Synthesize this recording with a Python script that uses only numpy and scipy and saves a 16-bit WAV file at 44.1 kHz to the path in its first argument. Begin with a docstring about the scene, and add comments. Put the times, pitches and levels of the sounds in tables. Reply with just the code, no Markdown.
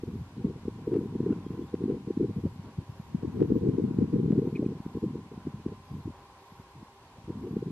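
"""Gusty wind buffets a camera's two-port microphone at a shallow lake shore.
Eddies thump and flutter on the ports; hard gusts tick and the housing takes a few small knocks.
An insect's wing strokes buzz at a very high pitch in the grass, a near bird chirps once, far birds peep.
Behind them: the soft whirr of the lens, distant air and a steady hiss."""
import sys
import numpy as np
from scipy import signal
from scipy.fft import rfft, irfft
from scipy.io import wavfile
from scipy.ndimage import uniform_filter1d

SR = 44100
rng = np.random.default_rng(int(sys.argv[2]) if len(sys.argv) > 2 else 0)


def file_out(sig):
    """Save sig as 16-bit WAV at sys.argv[1]."""
    # one column per channel
    cols = np.atleast_2d(sig).T
    # limit, then scale
    lim = np.clip(cols, -1, 1)
    pcm = np.round(lim * 32767).astype(np.int16)
    wavfile.write(sys.argv[1], SR, pcm)


N = 340011
T = np.arange(N) / SR
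HZ = np.fft.rfftfreq(N, 1 / SR)

# gusts (hold start [s], hold [s], level [dB], flutter share [dB])
GUSTS = [(0.078,0.01,-32,-5.5), (0.129,0.031,-36.5,-7), (0.373,0.04,-35.5,-5), (0.448,0.057,-32,-2),
         (0.558,0.014,-38,-6), (0.657,0.033,-37,-2.5), (0.795,0.03,-41,-5), (0.879,0.015,-27,-0.5),
         (0.914,0.06,-30,-1), (0.984,0.073,-33.5,-1.5), (1.139,0.025,-30,-2.5), (1.214,0.041,-32.5,-7.5),
         (1.265,0.06,-30,-1.5), (1.331,0.06,-36,-10), (1.506,0.14,-38.5,-3.5), (1.794,0.047,-33.5,-1.5),
         (1.878,0.089,-29.5,-1.5), (2.077,0.0082,-31,-2.5), (2.2,.052,-30,-4), (2.282,.03,-33.5,-4.5),
         (2.366,0.028,-33.5,-8.5), (2.45,0.018,-30,-4.5), (2.637,.065,-47,-11), (2.787,0.037,-44.5,-9.5),
         (3.235,0.015,-29.5,-3.5), (3.279,0.02,-34,-14.5), (3.342,0.081,-34.5,-5.5),
         (3.396,0.059,-29.5,-3.5), (3.491,0.087,-26.5,-3.5), (3.618,0.087,-26,-3.5),
         (3.73,0.037,-29.5,-6.5), (3.774,0.047,-30,0), (3.822,0.058,-28,-10.5), (3.897,0.014,-32.5,-6),
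         (3.966,.016,-35,-18), (3.996,0.048,-26.5,-6), (4.08,.035,-39,-7.5), (4.132,0.068,-26.5,-5),
         (4.216,0.067,-28.5,-9), (4.297,0.069,-29,-2.5), (4.383,0.016,-25.5,-3.5), (4.41,.09,-30.5,-1.5),
         (4.531,0.028,-29,-9), (4.584,0.077,-34,-1.5), (4.687,0.044,-31.5,-6.5), (4.754,0.021,-40,-8),
         (4.954,0.02,-29,-6.5), (5.028,.017,-27.5,-1.5), (5.057,0.079,-38,-13.5), (5.147,0.048,-39,-4),
         (5.32,0.013,-40.5,-4), (5.454,0.045,-40,-21), (5.534,0.082,-47,-7.5), (5.655,0.083,-41.5,-4.5),
         (5.918,0.09,-41.5,-14), (6.058,0.049,-42.5,-20), (6.748,0.086,-54.5,-2.5),
         (7.284,0.021,-33.5,-2.5), (7.36,0.02,-38.5,-13), (7.432,0.054,-36.5,0), (7.505,0.037,-37,-7),
         (7.665,0.06,-35.5,-2.5)]
# large single eddies, slaps to booms (time [s], level [dB], pitch [Hz], half length [s])
BUFFETS = [(0.037,-21,260,0.0014), (0.216,-30.5,151,0.0078), (0.452,-17,206,0.0056), (0.683,-23,357,0.0025),
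           (.934,-20,360,0.0045), (0.957,-18,370,0.0023), (0.97,-17.5,356,0.0032), (0.991,-21.5,260,0.0044),
           (1.015,-21,345,0.0018), (1.16,-24,226,0.0047), (1.206,-15.5,277,0.0018), (1.309,-17,267,0.0055),
           (1.467,-24,254,0.0017), (1.507,-23,206,0.0025), (1.595,-24.5,292,0.003), (1.743,-16,350,0.0016),
           (1.841,-18,281,.002), (1.861,-21.5,254,0.0043), (1.902,-14.5,299,0.0012),
           (2.108,-20.5,358,0.0034), (2.176,-17,227,0.0026), (2.213,-19,343,0.0066), (2.247,-22,373,0.0044),
           (2.372,-22,156,0.0051), (2.44,-21,227,0.0018), (2.457,-25,205,0.0098), (2.563,-35.5,170,.0044),
           (2.597,-33,150,0.0058), (2.789,-22,135,0.0054), (2.899,-29,113,0.007), (3.002,-28,140,0.0037),
           (3.152,-17.5,180,0.0051), (3.234,-23,269,0.0017), (3.28,-28.5,196,0.0047), (3.42,-8,334,0.0016),
           (3.523,-11.5,287,0.0015), (3.568,-17.5,232,.003), (3.672,-20,364,0.0033),
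           (3.69,-14.5,198,0.0023), (3.786,-17,327,0.0033), (3.842,-19,231,0.0028), (3.912,-23.5,284,.0043),
           (3.989,-12,231,0.0021), (4.028,-16,229,0.0067), (4.143,-16.5,266,0.0063), (4.246,-17,215,0.0021),
           (4.308,-14,239,0.0029), (4.331,-17,203,0.0048), (4.381,-13.5,251,0.0029),
           (4.391,-17.5,338,0.0025), (4.42,-20.5,329,0.0015), (4.474,-18.5,282,0.0033),
           (4.596,-19,267,0.0038), (4.63,-21,280,.0025), (4.665,-15,239,0.0022), (4.805,-27,171,0.0023),
           (4.865,-24,228,0.0019), (4.974,-14,264,0.0015), (5.03,-24.5,198,.0025), (5.066,-24.5,181,0.0082),
           (5.157,-22,290,0.0016), (5.379,-30,218,0.0021), (5.473,-20.5,251,0.0024),
           (5.547,-28.5,143,.0043), (5.665,-20.5,272,0.0029), (5.916,-38,132,0.012),
           (5.953,-26.5,162,0.002), (6.059,-26.5,179,0.0028), (6.08,-29,295,0.0034),
           (6.525,-40.5,161,0.0049), (6.6,-36.5,131,0.0023), (6.781,-44.5,129,0.022),
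           (6.83,-35.5,207,0.0023), (7.187,-40.5,153,0.0032), (7.244,-37.5,134,.0048),
           (7.569,-16.5,290,0.0016), (7.628,-20,327,0.0016), (7.67,-23.5,155,.0053)]
# light wind between gusts (time [s], level [dB], deep eddy level [dB])
BREEZE = [(0.0, -43.5, -59), (0.2, -49, -42.5), (0.31, -55, -58), (0.5, -48, -50), (0.6, -52, -53),
          (0.72, -49, -48), (0.98, -38.5, -60), (1.1, -39.5, -56), (1.3, -38, -54), (1.44, -49.5, -52),
          (2.05, -43.5, -56.5), (2.46, -47, -44.5), (2.73, -62, -62), (3.12, -52, -51.5),
          (3.42, -39.5, -49.5), (4.35, -36.5, -57), (4.88, -51, -66), (5.3, -51, -58), (5.8, -56.5, -55),
          (6.25, -81, -66.5), (7.06, -74, -71), (7.37, -46.5, -55), (7.71, -39.5, -58)]
# largest, slowest eddies (frequency [Hz], density [dB])
DEEP_SPECTRUM = [(15, -26), (30, -16), (55, -9), (95, 2), (140, -8.5), (240, -51)]
# slow turbulence (frequency [Hz], density [dB])
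RUMBLE_SPECTRUM = [(20, -38.5), (55, -31), (90, -7), (140, 1.5), (220, 0), (290, -6.5), (370, -20.5),
                   (500, -33)]
# fast turbulence (frequency [Hz], density [dB])
FLUTTER_SPECTRUM = [(120, -36), (220, -27), (310, 2), (400, 0), (480, -5.5), (700, -20)]
# microphone response to wind (frequency [Hz], gain [dB])
WIND_RESPONSE = [(10, -49.5), (40, -4.5), (90, -0.5), (440, 2), (485, 2), (530, -17.5), (640, -12),
                 (800, -30), (1500, -57.5), (3000, -95)]
# wind difference between ports (frequency [Hz], gain [dB])
SIDE_RESPONSE = [(50, -41), (90, -33), (160, -22.5), (250, -15.5), (350, -10.5), (450, -8)]
# port difference, raised as the strongest gust veers (time [s], gain [dB])
VEER = [(0, -11), (2.8, -5.5), (3.15, 3.5), (3.4, 4.5), (3.95, 3), (4.25, 2.5), (4.5, -10), (7.7, -9.5)]
# ticks in gusts (time [s], level [dB])
TICKS = [(0.942, -37.5), (0.953, -42), (0.963, -41), (1.753, -42.5), (1.912, -43), (3.406, -36.5),
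         (3.427, -36.5), (4.321, -39.5), (5.685, -45)]
# ticks and rushing air (frequency [Hz], density [dB])
TICK_SPECTRUM = [(300, 0), (700, 23.5), (1500, 13), (3000, 2.5), (6000, -11.5), (12000, -30)]
# housing knocks (time [s], pitch [Hz], level [dB], T60 [s])
KNOCKS = [(1.325, 1440, -41, 0.027), (1.325, 2700, -44, 0.011), (2.461, 540, -32.5, 0.041),
          (4.327, 580, -34, 0.044), (4.625, 562, -26.5, 0.032)]
# insect bouts (start [s])
BUZZ_STARTS = [0.008, 0.84, 1.45, 2.33, 2.87, 3.3, 4.34, 4.82, 5.83, 6.4, 7.38]
# insect resonance (frequency [Hz], density [dB])
WING_SPECTRUM = [(9800, -35), (10900, -12), (11350, -14), (11600, 0), (11800, 0), (12100, -14),
                 (12900, -14), (13500, -30)]
# chirp contour (time [s], pitch [Hz], level [dB])
CHIRP = [(4.5505, 2100, -62), (4.553, 2350, -51.5), (4.559, 2520, -48), (4.564, 2540, -48),
         (4.569, 2390, -50), (4.574, 2230, -57), (4.581, 2100, -76)]
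# hoarse chirp onset (frequency [Hz], density [dB])
RASP_SPECTRUM = [(2000, -40), (3000, -9), (4200, 2), (5500, -38)]
# far birds (start [s], length [s], pitch [Hz], level [dB])
PEEPS = [(1.44, .055, 3300, -72), (1.615, .035, 3400, -72.5), (1.675, .03, 3520, -72.5),
         (2.61, .085, 4380, -77.5), (5.875, .075, 4900, -75.5), (6.005, .03, 4120, -75.5),
         (7.07, .03, 4400, -76)]
# lens resonances (centre [Hz], half width [Hz], level [dB])
WHIRR_MODES = [(390, 16, -67), (800, 28, -66.5), (953, 42, -64.2), (1075, 75, -66.5)]
# whirr strength (time [s], gain [dB])
WHIRR_GAIN = [(0, -2.5), (0.8, 0), (1.5, 0.5), (2.1, -1), (3.8, 0.5), (4.4, -0.5), (4.85, 3), (5.55, -1.5),
              (6.2, 2.5), (7.7, 0)]
# hum within the whirr (time [s], level [dB])
HUM_LEVEL = [(.3, -80), (.9, -67.5), (1.45, -61.5), (2.1, -69.5), (2.85, -72), (3.6, -68), (4.4, -68.5),
             (4.9, -64.5), (6.1, -64.8), (7.7, -70)]
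# electronics whines (centre [Hz], half width [Hz], level [dB], port phase lag [rad])
WHINES = [(7434, 3, -87.5, 2.3), (8150, 3, -91.5, 1.3), (8190, 40, -92, 1.0), (11149, 3, -96, 1.0),
          (11930, 60, -92, 0.3)]
# lens motor squeaks (start [s], length [s], pitch [Hz], level [dB])
SQUEAKS = [(0.98, .04, 11170, -80), (3.541, .051, 12030, -73.5)]
# air over the lake (frequency [Hz], density [dB])
AIR_SPECTRUM = [(20, -32), (55, 7), (120, 4), (250, -1), (520, -0.5), (720, -2), (1100, -3), (1250, -9),
                (1450, -7), (1800, -14), (3000, -23), (8000, -49.5)]
# port hiss (frequency [Hz], density [dB])
HISS_SPECTRUM = [(250, -31), (700, -1), (1500, 3), (2400, 3), (4300, -0.5), (6500, -5.5), (10000, -10.5),
                 (12000, -10.5), (13000, -18), (14000, -23)]


def wind(lump_db=6.5, lump_hz=80, deep_db=2.0, deep_follow=0.51, side_lag_s=0.00045, own_db=-2.5):
    """Lumpy turbulence and single eddies press on both ports; mainly the small eddies differ."""
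    times_s, *levels_db = np.transpose(BREEZE)
    breeze_db, depth_db = (np.interp(T, times_s, db) for db in levels_db)
    slow_power, fast_power = turbulence_power()
    lumps = gain_of(lump_db * np.clip(wander(lump_hz), -2, 1))
    lumps = unit_rms(steadied(lumps, span_s=0.04))
    rumble = np.sqrt(slow_power * lumps) * steadied(noise(RUMBLE_SPECTRUM), span_s=0.027)
    flutter = np.sqrt(fast_power) * lumps * steadied(noise(FLUTTER_SPECTRUM), span_s=0.044)
    # the largest eddies linger through lulls and only partly follow gusts
    swell_db = deep_follow * (10 * np.log10(slow_power + fast_power) - breeze_db)
    deep = gain_of(deep_db + depth_db + swell_db) * steadied(noise(DEEP_SPECTRUM), span_s=0.033)
    pressure = rumble + flutter + deep + buffets()
    force = np.sqrt(abs(uniform_filter1d(pressure ** 2, size=400)))
    # wind from one side: ports differ in strength, timing and their own small eddies
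    eddy_noise = noise(RUMBLE_SPECTRUM) + 0.5 * noise(FLUTTER_SPECTRUM)
    own_eddies = gain_of(own_db) * force * steadied(eddy_noise, span_s=0.027)
    side = envelope(VEER) * colour(delayed(pressure, side_lag_s) + own_eddies, SIDE_RESPONSE)
    ports = np.array([pressure + side, pressure - side])
    return colour(ports, WIND_RESPONSE) + force * rush()


def turbulence_power(puff_db=4, puff_hz=11, rise_s=0.0082, fall_s=0.0072, wake_db=-18, wake_s=0.0093):
    """Slow and fast turbulence power from a puffing breeze, gusts and the wakes of large eddies."""
    breeze_db = np.interp(T, *np.transpose(BREEZE)[:2]) + puff_db * np.clip(wander(puff_hz), -2, 1)
    total = gain_of(breeze_db) ** 2
    share_db = -12.5 + 0.17 * (breeze_db + 44)  # a stronger breeze flutters more
    fast = total * gain_of(np.minimum(share_db, 0)) ** 2
    for start_s, hold_s, db, flutter_db in GUSTS:
        rise = np.clip(1 + (T - start_s) / rise_s, 0, 1)
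        fall = np.exp(-np.clip((T - start_s - hold_s) / fall_s, 0, 20))
        gust = (gain_of(db) * rise * fall) ** 2
        total += gust
        fast += gust * gain_of(min(flutter_db, 0)) ** 2
    for time_s, db, _, _ in BUFFETS:
        near = abs(T - time_s) < 2 * wake_s
        wake = gain_of(db + wake_db) * np.exp(-((T[near] - time_s) / wake_s) ** 2)
        total[near] += wake ** 2
    return np.maximum(total - fast, 0), fast


def buffets(slowing=0.23):
    """Each large eddy is a few pressure swings at most, slowing as it passes."""
    out = np.zeros(N)
    for (time_s, db, hz, half_s), phase_cycles in zip(BUFFETS, rng.random(len(BUFFETS))):
        near = abs(T - time_s) < 4 * half_s
        t = T[near] - time_s
        passage = t / half_s
        cycles = phase_cycles + hz * t * (1 - slowing * np.tanh(passage / 2))
        out[near] += gain_of(db) * np.exp(-passage ** 2) * np.cos(2 * np.pi * cycles)
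    return out


def rush(hiss_db=-37.5, crackle_db=-40.5, crackles_per_s=60):
    """Air hisses and crackles over the camera body, per unit of wind force."""
    snaps = rng.standard_normal((2, N)) * (rng.random((2, N)) < crackles_per_s / SR)
    crackle = unit_rms(colour(snaps, TICK_SPECTRUM))
    hiss = np.array([noise(TICK_SPECTRUM), noise(TICK_SPECTRUM)])
    return gain_of(hiss_db) * hiss + gain_of(crackle_db) * crackle


def ticks(boost_db=3.5):
    """Tiny snaps at the ports where gusts strike hard."""
    times_s, db = np.transpose(TICKS)
    impulses = np.zeros(N)
    impulses[np.round(times_s * SR).astype(int)] = gain_of(db)
    snaps = colour(impulses, TICK_SPECTRUM)
    return gain_of(db.max() + boost_db) * snaps / abs(snaps).max()


def knocks(rise_s=0.0021):
    """Knocks ring short, dull resonances of the housing."""
    out = np.zeros(N)
    for time_s, hz, db, t60_s in KNOCKS:
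        t = np.maximum(T - time_s, 0)
        attack = 1 - np.exp(-t / rise_s)
        out += gain_of(db - 60 * t / t60_s) * attack * np.sin(2 * np.pi * hz * t)
    return out


def insect(level_db=-82, bout_s=0.243, stroke_hz=90, depth=0.35):
    """Short bouts of fast wing strokes ring a very high resonance."""
    bouts = gain_of(level_db) * sum(gate(start_s, bout_s, edge_s=0.017) for start_s in BUZZ_STARTS)
    strokes = 1 + depth * sine(stroke_hz * (1 + 0.06 * wander(rate_hz=9.6)))
    resonance = noise(WING_SPECTRUM) + 0.5 * np.array([noise(WING_SPECTRUM), noise(WING_SPECTRUM)])
    return bouts * strokes * resonance


def near_bird(rasp_db=-19.5, rasp_s=0.015, echo_db=-17.5, echo_s=0.097, port_lag_s=0.00005):
    """One arched, slightly hoarse chirp; the shore echoes it."""
    times_s, hz, db = np.transpose(CHIRP)
    start_s, length_s = times_s[0], times_s[-1] - times_s[0]
    pitch_hz = np.interp(T, times_s, hz) * (1 + 0.0256 * wander(rate_hz=500))
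    roughness = 1 + 0.35 * wander(rate_hz=470)
    level = gain_of(np.interp(T, times_s, db)) * gate(start_s, length_s, edge_s=0.0016) * roughness
    rasp = gain_of(rasp_db) * gate(start_s, rasp_s, edge_s=0.002) * noise(RASP_SPECTRUM)
    call = level * (np.sqrt(2) * sine(pitch_hz) + rasp)
    call += gain_of(echo_db) * delayed(call, echo_s)
    return np.array([call, delayed(call, port_lag_s)])


def far_birds(fall=0.03, blur=0.036):
    """Thin, slightly falling peeps, blurred by distance."""
    out = np.zeros(N)
    waver = 1 + blur * wander(rate_hz=375)
    for start_s, length_s, hz, db in PEEPS:
        glide = 1 - fall * np.clip((T - start_s) / length_s - 0.5, -0.5, 0.5)
        level = gain_of(db) * gate(start_s, length_s, edge_s=0.0032)
        out += level * np.sqrt(2) * sine(hz * waver * glide)
    return out


def lens(hum_hz=1029, waver_hz=3.5):
    """Narrow resonances whirr and hum in the body; electronics whine, the motor squeaks twice."""
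    whirr = sum(gain_of(db) * ring(hz, half_width_hz).real for hz, half_width_hz, db in WHIRR_MODES)
    hum = np.sqrt(2) * sine(hum_hz + waver_hz * wander(rate_hz=12.8))
    out = np.zeros((2, N)) + envelope(WHIRR_GAIN) * whirr + envelope(HUM_LEVEL) * hum
    for hz, half_width_hz, db, lag_rad in WHINES:
        port_phase = np.exp(-1j * np.array([[0], [lag_rad]]))
        out += gain_of(db) * (ring(hz, half_width_hz) * port_phase).real
    for start_s, length_s, hz, db in SQUEAKS:
        level = gain_of(db) * gate(start_s, length_s, edge_s=0.003)
        out += level * np.sqrt(2) * np.sin(2 * np.pi * hz * T)
    return out


def air_and_hiss(air_db=-58.5, swell_db=1.73, hiss_db=-63.0, antiphase=0.12):
    """Distant air, alike at both ports, and each port's own hiss, spread wide."""
    air = gain_of(air_db - swell_db * wander(rate_hz=6.3)) * patchy(noise(AIR_SPECTRUM))
    hiss = np.array([patchy(noise(HISS_SPECTRUM)), patchy(noise(HISS_SPECTRUM))])
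    return air + gain_of(hiss_db) * (hiss - antiphase * hiss[::-1])


def patchy(x, depth_db=1.6):
    """Faint mottling of a noise: patches a few hundred Hz wide swell and fade."""
    frames = signal.stft(x, nperseg=512)[2]
    patches = uniform_filter1d(rng.standard_normal(frames.shape), size=3, axis=0)
    patches = unit_rms(uniform_filter1d(patches, size=5, axis=1))
    return unit_rms(signal.istft(frames * gain_of(depth_db * patches))[1][:N])


def gain_of(db):
    """Decibels to amplitude."""
    return 10 ** (np.asarray(db) / 20)


def envelope(points):
    """Amplitude along (time [s], level [dB]) points."""
    return gain_of(np.interp(T, *np.transpose(points)))


def unit_rms(x):
    """Scales to rms 1."""
    return x / np.sqrt(np.mean(x ** 2) + 1e-20)


def colour(x, points):
    """Filters by (frequency [Hz], gain [dB]) points on a log-frequency axis."""
    hz, db = np.transpose(points)
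    return irfft(rfft(x) * gain_of(np.interp(np.log(HZ + 1), np.log(hz), db)), N)


def noise(spectrum):
    """Coloured noise, rms 1."""
    return unit_rms(colour(rng.standard_normal(N), spectrum))


def wander(rate_hz):
    """Random drift up to about rate_hz, rms 1."""
    return unit_rms(irfft(rfft(rng.standard_normal(N)) * np.exp(-(HZ / rate_hz) ** 2), N))


def ring(hz, half_width_hz):
    """Noise in one narrow resonance; complex, real part rms 1."""
    spectrum = rfft(rng.standard_normal(N)) / (1 + ((HZ - hz) / half_width_hz) ** 2)
    return unit_rms(irfft(spectrum, N)) + 1j * unit_rms(irfft(-1j * spectrum, N))


def sine(pitch_hz):
    """Sine along a pitch curve, peak 1."""
    return np.sin(2 * np.pi * np.cumsum(pitch_hz) / SR)


def gate(start_s, length_s, edge_s):
    """Window with linear edges."""
    return np.clip(np.minimum(T - start_s, start_s + length_s - T) / edge_s, 0, 1)


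def steadied(x, span_s):
    """Flattens swells slower than span_s."""
    power = abs(uniform_filter1d(x ** 2, max(round(span_s * SR), 8)))
    return x / np.sqrt(power + 0.0044)


def delayed(x, delay_s):
    """Fractional delay."""
    return np.interp(T - delay_s, T, x)


def scene():
    """Sum at the two ports."""
    return wind() + ticks() + knocks() + air_and_hiss() + lens() + insect() + near_bird() + far_birds()


def record(dry, cutoff_hz=14100):
    """The camera's band limit."""
    taps = signal.firwin(511, cutoff_hz, window=("kaiser", 9), fs=SR)
    return signal.oaconvolve(dry, taps[None], "same")


dry = scene()
out = record(dry)
file_out(out)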